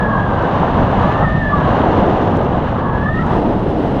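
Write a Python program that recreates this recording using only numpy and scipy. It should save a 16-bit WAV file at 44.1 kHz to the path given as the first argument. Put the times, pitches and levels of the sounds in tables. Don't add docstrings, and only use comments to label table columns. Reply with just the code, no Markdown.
import sys
import numpy as np
from scipy import signal
from scipy.fft import rfft, irfft, next_fast_len
from scipy.io import wavfile
from scipy.ndimage import uniform_filter1d, minimum_filter1d, map_coordinates

SR = 44100
rng = np.random.default_rng(int(sys.argv[2]) if len(sys.argv) > 2 else 0)


def output_pcm(signal):
    pcm = np.clip(np.atleast_2d(signal).T, -1, 1) * 32767
    wavfile.write(sys.argv[1], SR, np.round(pcm).astype(np.int16))


N = 176400


def amp(db):
    return 10 ** (np.asarray(db) / 20)


def unit(x):
    return x / np.sqrt(np.mean(x ** 2) + 1e-20)


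def clock():
    return np.arange(N) / SR


def curves(rows):
    times, *columns = np.transpose(rows)
    return [np.interp(clock(), times, column) for column in columns]


def swell(centre_s, half_s):
    return np.exp(-((clock() - centre_s) / half_s) ** 2)


def wobble(rate):
    return unit(map_coordinates(rng.standard_normal(8192), [clock() * rate + 2], mode="wrap"))


def filtered(x, response):
    size = next_fast_len(N + SR // 2)
    hz = np.fft.rfftfreq(size, 1 / SR)
    return irfft(rfft(x, size) * response(hz), size)[:N]


def coloured(x, points):
    point_hz, db = np.transpose(points)
    return filtered(x, lambda hz: amp(np.interp(np.log(hz + 1), np.log(point_hz + 1), db)))


def rush(spectrum):
    return unit(coloured(rng.standard_normal(N), spectrum))


def eddies(rate, depth_db):
    return unit(amp(depth_db * wobble(rate)))


def rumble():
    # time in seconds, level in dB.
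    levels = [(0, -19), (.6, -17.5), (1.3, -16), (2.3, -18), (2.75, -19), (3.2, -15), (3.7, -20.5),
              (4, -19)]
    # frequency in Hz, relative spectral density in dB.
    spectrum = [(15, -16), (30, -3.5), (60, -1.5), (130, 0), (195, -0.5), (270, -7), (400, -30),
                (1000, -45), (3000, -79), (6000, -120)]
    db, = curves(levels)
    return amp(db) * rush(spectrum) * eddies(14, depth_db=0.86)


def roar():
    # time in seconds, relative level in dB, side wind's share from 0 to 1.
    airflow = [(0, -19.5, 0.03), (.2, -22, 0), (.33, -18.5, 0), (.7, -16.5, 0.28), (.88, -18, 0),
               (1.06, -17.5, .05), (1.235, -18, 0.03), (1.27, -24.5, 0.18), (1.48, -26, 0.4),
               (1.545, -19.5, 0.01), (1.73, -16, 0.28), (2.02, -14.5, 0.71), (2.35, -17.5, 0.63),
               (2.62, -19, 0.62), (2.74, -22.5, 0.08), (2.95, -21.5, 0.24), (3.16, -27.5, 0.86),
               (3.25, -21.5, .3), (3.3, -19.5, 0.05), (3.38, -16, 0.92), (3.65, -20, 0.88),
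               (3.8, -19, 0.99), (4, -19.5, 0.87)]
    # frequency in Hz, relative spectral density in dB.
    front_spectrum = [(40, -10), (150, -2), (260, -1.5), (430, -.5), (700, 1.5), (950, 1), (1150, -2.5),
                      (1380, -10), (1700, -13.5), (2300, -30.5), (4000, -73.5), (9000, -120)]
    side_spectrum = [(40, -8.5), (150, -3), (300, 3.5), (450, 0.5), (750, -2), (1000, -9.5), (1300, -21),
                     (1800, -28.5), (2400, -38.5), (4000, -70.5), (9000, -120)]
    db, side_share = curves(airflow)
    front = amp(1.95) * np.sqrt(1 - side_share) * rush(front_spectrum)
    side = amp(1.88) * np.sqrt(side_share) * rush(side_spectrum)
    return amp(db) * (front + side) * eddies(90, depth_db=0.75)


def hiss():
    # time in seconds, relative level in dB.
    levels = [(0, -42.5), (.2, -43), (.5, -37.5), (.78, -37), (.88, -37), (1.12, -35), (1.27, -40.5),
              (1.48, -41), (1.68, -35.5), (1.85, -36), (2.15, -37.5), (2.45, -41.5), (2.69, -40),
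              (2.77, -44.5), (3.15, -43.5), (3.36, -38.5), (3.48, -42), (3.7, -43), (4, -40.5)]
    # frequency in Hz, relative spectral density in dB.
    spectrum = [(500, -6.5), (1500, 7.5), (1900, 4), (2350, -3), (2850, 1.5), (3300, -2.5), (3900, -7.5),
                (4500, -15.5), (5200, -22.5), (6300, -22.5), (7600, -32.5), (9000, -42.5), (10200, -38.5),
                (12000, -47), (15000, -50)]
    db, = curves(levels)
    return amp(db + 5.0) * rush(spectrum) * eddies(120, depth_db=0.84)


def aeolian_tone(hz, db, jitter, jitter_rate, flutter_db):
    lock_db, blur_per_db = -25.5, 0.03
    blur = np.clip(1 + blur_per_db * (lock_db - db), 0.5, 2.2)
    shedding_hz = hz * (1 + blur * jitter * wobble(jitter_rate))
    phase = 2 * np.pi * np.cumsum(shedding_hz) / SR
    depth = np.log(amp(flutter_db * blur))
    flutter = np.exp(depth * wobble(110) - depth ** 2)
    return amp(db) * unit(np.sin(phase)) * flutter


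def whistling_lines():
    # time in seconds, the thin line's pitch in Hz, its level in dB.
    thin_line = [(0, 1707, -25.5), (.09, 1650, -25), (.19, 1633, -28), (.24, 1660, -27.5), (.3, 1591, -31),
                 (.42, 1540, -30), (.55, 1500, -48.5), (.95, 1680, -41.5), (1.07, 1723, -32.5),
                 (1.2, 1770, -29), (1.24, 1873, -28.5), (1.285, 1775, -23), (1.35, 1820, -26),
                 (1.405, 1823, -25.5), (1.435, 1745, -23), (1.51, 1718, -22.5), (1.55, 1700, -31),
                 (1.62, 1651, -28), (1.74, 1560, -46), (2.6, 1580, -50), (2.84, 1720, -35),
                 (2.91, 1670, -35), (3.01, 1685, -27.5), (3.125, 1815, -25), (3.17, 1847, -25.5),
                 (3.215, 1910, -35), (3.27, 1900, -52), (3.6, 1697, -71)]
    # centre in seconds, half width in seconds, peak level in dB, pitch ratio to the thin line.
    thick_line_swells = [(0.131, 0.053, -22, 0.67), (1.174, 0.26, -26.5, 0.69), (1.545, 0.026, -15, .685),
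                         (1.662, 0.055, -26.5, .68), (2.873, 0.04, -26, .655), (3.065, 0.07, -26.5, .675),
                         (3.216, 0.049, -26, 0.69)]
    hz, db = curves(thin_line)
    thin = aeolian_tone(hz, db, jitter=0.017, jitter_rate=300, flutter_db=2.5)
    octave = aeolian_tone(2 * hz, db, jitter=0.014, jitter_rate=300, flutter_db=2)
    broad_strap = aeolian_tone(0.37 * hz, db, jitter=0.08, jitter_rate=210, flutter_db=3.5)
    whistles = thin + amp(-28.5) * octave + amp(-6) * broad_strap
    for centre_s, half_s, peak_db, ratio in thick_line_swells:
        thick = aeolian_tone(ratio * hz, peak_db, jitter=0.028, jitter_rate=260, flutter_db=3.0)
        whistles += swell(centre_s, half_s) * thick
    return whistles


def gear():
    # start in seconds, relative level in dB.
    ticks = [(2.059, -51), (2.095, -49.5), (2.124, -51), (2.22, -51), (2.2483, -47), (2.32, -53.5),
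             (2.371, -38.5), (2.434, -49), (3.265, -40.5)]
    # frequency in Hz, gain in dB.
    colour = [(1000, -20), (3500, -2), (6000, 5.5), (9000, -4), (12000, -15.5), (15000, -18.5)]
    peak_snaps_per_s, snap_t60_s, tick_t60_s = 170, 0.0045, 0.01
    t = np.arange(SR // 40) / SR
    onsets = rng.random(N) < peak_snaps_per_s / SR * swell(centre_s=2.22, half_s=0.24)
    impulses = onsets * amp(-46.5 + 4.4 * rng.standard_normal(N))
    snap = rng.standard_normal(len(t)) * amp(-60 * t / snap_t60_s)
    clicks = signal.fftconvolve(impulses, snap)[:N]
    for start_s, db in ticks:
        tick = amp(db - 60 * t / tick_t60_s) * rng.standard_normal(len(t))
        clicks[round(start_s * SR):][:len(t)] += tick
    return coloured(clicks, colour)


def fizz():
    # time in seconds, level in dB.
    levels = [(0, -63), (1.4, -62), (2.85, -66.5), (3.2, -60.5), (3.29, -56.5), (3.365, -53.5),
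              (3.46, -59.5), (3.9, -56.5)]
    # frequency in Hz, relative spectral density in dB.
    spectrum = [(2000, -3.5), (3500, 5), (5000, 8.5), (6500, -4), (8000, -4.5), (10200, -5), (12000, -15.5),
                (15000, -21)]
    db, = curves(levels)
    return amp(db) * rush(spectrum) * eddies(250, depth_db=1.5)


def scene():
    wind = rumble() + (roar() + hiss() + fizz()) * eddies(25.04, depth_db=0.5)
    return (wind + whistling_lines() + gear())[None]


def record(dry):
    ceiling, smoothing_s, top_hz = 0.85, 0.004, 15300
    size = int(smoothing_s * SR)
    needed_gain = ceiling / np.maximum(np.abs(dry), ceiling)
    held_gain = minimum_filter1d(needed_gain, 2 * size)
    limited = dry * uniform_filter1d(uniform_filter1d(held_gain, size), size)
    return np.array([filtered(channel, lambda hz: hz < top_hz) for channel in limited])


dry = scene()
out = record(dry)
output_pcm(out)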